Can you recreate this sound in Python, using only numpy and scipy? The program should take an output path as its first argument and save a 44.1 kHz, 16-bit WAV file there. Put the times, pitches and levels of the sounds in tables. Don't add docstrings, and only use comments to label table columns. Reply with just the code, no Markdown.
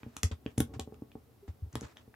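import sys
import numpy as np
from scipy import signal
from scipy.fft import rfft, irfft, next_fast_len
from scipy.io import wavfile

SR = 44100
rng = np.random.default_rng(int(sys.argv[2]) if len(sys.argv) > 2 else 0)


def ratio_of_db(decibels):
    return 10 ** (np.asarray(decibels, float) / 20)


def waveform_to_disk(signal):
    frames = np.transpose(np.atleast_2d(signal))
    scaled = np.clip(frames, -1, 1) * 32767
    samples = np.round(scaled).astype(np.int16)
    wavfile.write(sys.argv[1], SR, samples)


N = 94815


def rms_one(x):
    return x / np.sqrt(np.mean(x ** 2) + 1e-20)


def in_time(rows):
    times_s, levels_db = np.transpose(rows)
    return np.interp(np.arange(N) / SR, times_s, levels_db)


def at_hz(points, hz):
    curve_hz, values = np.transpose(points)
    return np.interp(np.log(hz), np.log(curve_hz), values)


def ring(force, hz, t60):
    decay = ratio_of_db(-60 / (t60 * SR))
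    turn = 2 * np.pi * hz / SR
    return signal.lfilter([0, np.sin(turn)], [1, -2 * decay * np.cos(turn), decay * decay], force + 1e-18)


EAR_SHIFT_CYCLES, STAND_SHIFT_CYCLES, AIRBORNE_HZ = 0.15, 0.024, 500


def strike(at, shapes, hz, t60, shift):
    force = np.zeros(N + 2000)
    np.add.at(force, at, shapes)
    ringing = ring(force[:N], hz, t60)
    cycles = EAR_SHIFT_CYCLES if hz > AIRBORNE_HZ else STAND_SHIFT_CYCLES
    lag = shift * SR / hz * cycles / 2
    n = np.arange(N)
    return np.array([np.interp(n - lag, n, ringing), np.interp(n + lag, n, ringing)])


def grains(per_s, spread_db, shape):
    sizes_db = spread_db * np.minimum(rng.exponential(1, shape), 4)
    sizes = ratio_of_db(sizes_db) * rng.choice([-1, 1], shape)
    return sizes * (rng.random(shape) < per_s / SR)


# (frequency [Hz], likeness [1 = the same, 0 = unrelated])
LIKENESS = [(60, 0.45), (800, 0.11), (8000, 0.4)]


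def colour(white, spectrum):
    out = 0
    edges_hz = 22 * 2 ** np.arange(0, 9.9, .5)
    for k, (low, high) in enumerate(zip(edges_hz, edges_hz[1:])):
        band = signal.butter(2, [low, high], "band", fs=SR, output="sos")
        mid, side = signal.sosfilt(band, white[k % 2])
        hz = np.sqrt(low * high)
        alike = np.clip(at_hz(LIKENESS, hz), -1, 1)
        stereo = np.sqrt(1 + alike) * mid + np.sqrt(1 - alike) * side * [[1], [-1]]
        out = out + ratio_of_db(at_hz(spectrum, hz)) * stereo
    return rms_one(out)


# (frequency [Hz], relative level [dB per Hz])
FLOOR = [(25, -28), (70, 7), (500, 0), (1980, -14.5), (12600, -23), (16500, 1.5)]
FLOOR_DB = -66


def rumble_and_hiss():
    return ratio_of_db(FLOOR_DB) * colour(rng.standard_normal((2, 2, N)), FLOOR)


ROOM_T60_S, WALL_CUT_HZ, ROOM_LOW_HZ = 0.14, 15000, 400


def room(x):
    x = signal.sosfilt(signal.butter(4, ROOM_LOW_HZ, "high", fs=SR, output="sos"), x)
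    size = next_fast_len(N + SR)
    delay_one = np.exp(-2j * np.pi * np.arange(size // 2 + 1) / size)
    dull = np.exp(-2 * np.pi * WALL_CUT_HZ / SR)
    answer = np.zeros((2, len(delay_one)), complex)
    lags = (rng.uniform(0.0037, 0.026, 28) * SR).astype(int)
    for k, lag in enumerate(lags):
        loss = ratio_of_db(-60 * lag / SR / ROOM_T60_S)
        loop = loss * (1 - dull) / (1 - dull * delay_one) * delay_one ** lag
        answer[k % 2] += loop / (1 - loop) * (-1) ** (k // 2)
    return irfft(rfft(x, size) * answer, size)[:, :N]


# (time [s], pitch [Hz], level [dB])
CREAK_PATH = [(1.201, 495, -115), (1.281, 461.4, -62), (1.404, 441.6, -91), (1.432, 400, -49.5),
              (1.491, 390, -67.5)]


def creak():
    times_s, pitches_hz, levels_db = np.transpose(CREAK_PATH)
    t = np.arange(N) / SR
    level_db = np.interp(t, times_s, levels_db, left=-200, right=-200)
    phase = 2 * np.pi * np.cumsum(np.interp(t, times_s, pitches_hz)) / SR
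    return ratio_of_db(level_db) * np.sin(phase)


# (frequency [Hz], relative level [dB per Hz])
SLIDE_COLOUR = [(500, 6.5), (1400, 3.5), (3500, -6.5), (7000, -9.5), (12000, -39)]
# (start [s], length before the fall [s], level [dB])
SLIDES = [(0.001, 0.27, -67), (0.313, 0.0037, -44.5), (0.454, 0.064, -65), (0.736, 0.012, -50.5),
          (1.478, 0.011, -57), (1.725, 0.2, -62), (1.826, 0.026, -52.5), (1.958, 0.058, -65.5)]
SLIPS_PER_S, SLIP_SPREAD_DB = 1300, 1
SLIDE_RISE_S, SLIDE_FALL_S = 0.001, 0.014


def fingers():
    t = np.arange(N) / SR
    stroke = 0
    for start_s, length_s, level_db in SLIDES:
        rise = np.clip((t - start_s) / SLIDE_RISE_S, 0, 1)
        fall = np.exp(-np.clip(t - start_s - length_s, 0, None) / SLIDE_FALL_S)
        stroke = stroke + ratio_of_db(level_db) * rise * fall
    slips = grains(SLIPS_PER_S, SLIP_SPREAD_DB, (2, 2, N))
    return colour(slips, SLIDE_COLOUR) * stroke


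# (time [s], deep level [dB], knock level [dB], pitch the knock gathers around [Hz])
BUMPS = [(0.032, -53, -41, 215), (0.064, -46, -37, 242), (0.168, -24, -49.5, 297), (0.235, 0, -27, 305),
         (0.312, -6.5, -33, 230), (0.461, -18, -27, 301), (0.5795, -37, -18, 191), (0.6041, -14, -20, 288),
         (0.739, -42, -41.5, 288), (0.764, -48, -32.5, 127), (0.7945, -18, -31, 493),
         (0.875, -60, -38, 272), (0.923, -53, -45, 400), (1.021, -65, -40.5, 320),
         (1.154, -29.5, -36.5, 347), (1.48, -13, -40, 196), (1.62, -14, -55, 160), (1.661, -16.5, -59, 500),
         (1.737, -30, -44, 150), (1.755, -18, -31.5, 300), (1.817, -31, -38, 280), (1.832, -27.5, -36, 234),
         (2.078, -55, -47, 244)]
# (pitch [Hz], relative level [dB], time to fall 60 dB [s])
DEEP_MODES = [(86, 0.5, 0.082)]
# (pitch [Hz], relative level [dB], time to fall 60 dB [s])
KNOCK_MODES = [(124.6, -1.5, 0.089), (235.2, -10.5, 0.15), (284.8, 1, 0.032), (427.2, -1.5, 0.039),
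               (568, -8.5, 0.046), (770, 0.5, 0.028), (1100, -5, 0.07)]
# (time [s], level [dB])
PRESSING = [(0, -65.5), (.5, -59.5), (.77, -44.5), (.85, -54.5), (1.3, -63.5), (2.0, -65), (2.15, -59.5)]
PRESS_PER_S, PRESS_CUT_HZ = 140, 360
DEEP_SWELL_S, CONTACT_CYCLES = 0.025, 0.38
DESK_SPREAD_DB, KNOCK_FALL_DB = 4, 4.5


def desk():
    times_s, deep_db, knock_db, knock_hz = np.transpose(BUMPS)
    modes = DEEP_MODES + KNOCK_MODES
    soften = signal.butter(2, PRESS_CUT_HZ, fs=SR, output="sos")
    presses = signal.sosfilt(soften, grains(PRESS_PER_S, 0.5, N) + 1e-18)
    spread = rng.standard_normal((len(times_s), len(modes)))
    shift = rng.choice([-1, 1], len(modes))
    n = np.arange(2000)
    at = (times_s * SR).astype(int)[:, None] + n
    u = n / SR * knock_hz[:, None] / CONTACT_CYCLES
    push = u * np.exp(-2 * np.pi * u)
    push = -push / push.sum(1, keepdims=True)
    blows = restless = 0
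    for k, (hz, mode_db, t60) in enumerate(modes):
        if k < len(DEEP_MODES):
            shape = ring(push, hz, DEEP_SWELL_S) * hz / SR
            bump_db = deep_db
        else:
            shape = push
            bump_db = knock_db - KNOCK_FALL_DB * np.log2(hz / knock_hz) ** 2
        gain_db = bump_db + mode_db + DESK_SPREAD_DB * spread[:, k]
        blows = blows + strike(at, shape * ratio_of_db(gain_db)[:, None], hz, t60, shift[k])
        restless = restless + ratio_of_db(mode_db) * ring(presses, hz, t60)
    return blows + rms_one(restless) * ratio_of_db(in_time(PRESSING))


# (time [s], level [dB], centre of colour [Hz],
# fall-off, sign ignored [dB per octave squared], pitch of the part that sings out [Hz])
CLICKS = [(0.031,-36,1940,42,2650), (0.166,-31,2950,3,1780), (0.2321,-17.5,4350,5.5,6400),
          (0.3149,-40,3440,27,4110), (0.4622,-36,2370,22,2550), (0.5772,-36.5,3300,-8,3370),
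          (0.5805,-31,9000,11,8500), (0.603,-26,7700,1.5,3370), (0.796,-33,4330,4,5350),
          (0.9422,-51.5,1740,2.5,1366), (1.1169,-48,2540,21,2650), (1.728,-51.5,7030,32,6400),
          (1.754,-31.5,2300,2,1780), (1.809,-50,1300,42,1330), (1.809,-44,6500,20,6400),
          (1.9695,-44,2460,5.5,1780), (2.1405,-43.5,1680,59,1780)]
# (pitch [Hz], relative level [dB], time to fall 60 dB [s])
FIGURE_MODES = [(1330, 4, 0.0064), (1780, -1.5, 0.0037), (2550, -2, 0.0047), (3370, -0.5, 0.0076),
                (4110, -5, 0.0023), (5350, -7, 0.008), (6400, 6, 0.0027), (7410, 6.5, 0.0016),
                (9970, 9, 0.0021), (11460, 3, 0.0034), (13900, 2.5, .002)]
SNAP_S, SLIP_FADE = 0.0015, 0.6
MODE_SPREAD_DB, SING_DB, LEFT_DB = 3, 4, 2.05


def joints():
    times_s, click_db, centre_hz, fall, sing_hz = np.transpose(CLICKS)
    mode_hz = np.array(FIGURE_MODES)[:, 0]
    sings = np.abs(np.log(mode_hz / sing_hz[:, None])).argmin(axis=1)
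    spread = rng.standard_normal((len(times_s), len(mode_hz)))
    waits = rng.random((len(times_s), len(mode_hz), 4))
    shift = rng.choice([-1, 1], len(mode_hz))
    slips = SLIP_FADE ** np.arange(4)
    out = 0
    for k, (hz, mode_db, t60) in enumerate(FIGURE_MODES):
        colour_db = SING_DB * (sings == k) - np.abs(fall) * np.log2(hz / centre_hz) ** 2
        gain_db = click_db + mode_db + colour_db + MODE_SPREAD_DB * spread[:, k]
        slip_s = times_s[:, None] + SNAP_S * np.cumsum(waits[:, k], axis=1)
        at = (slip_s * SR).astype(int)
        total = np.abs((slips * np.exp(2j * np.pi * hz * at / SR)).sum(1))
        strength = ratio_of_db(gain_db) / np.sqrt(total + 0.74)
        out = out + strike(at, strength[:, None] * slips, hz, t60, shift[k])
    return out * ratio_of_db(np.array([[LEFT_DB / 2], [-LEFT_DB / 2]]))


ROOM_DB, DESK_ROOM_DB = -14, -13


def scene():
    clicks = joints()
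    thumps = desk()
    echo = room(ratio_of_db(ROOM_DB) * clicks[0] + ratio_of_db(DESK_ROOM_DB) * thumps[0])
    floor = rumble_and_hiss()
    thumps_leaning_left = thumps * ratio_of_db(np.array([[.7], [0]]))
    return clicks + thumps_leaning_left + echo + fingers() + creak() + floor


def roll_off(x):
    return signal.sosfilt(signal.butter(12, 16820, fs=SR, output="sos"), x)


MIC_LOW_HZ, CUTOFF_HZ = 64.6, 16750


def record(dry):
    no_bass = signal.sosfilt(signal.butter(4, MIC_LOW_HZ, "high", fs=SR, output="sos"), dry)
    mix = signal.sosfilt(signal.cheby2(10, 50, CUTOFF_HZ, fs=SR, output="sos"), no_bass)
    return roll_off(mix)


dry = scene()
out = record(dry)
waveform_to_disk(out)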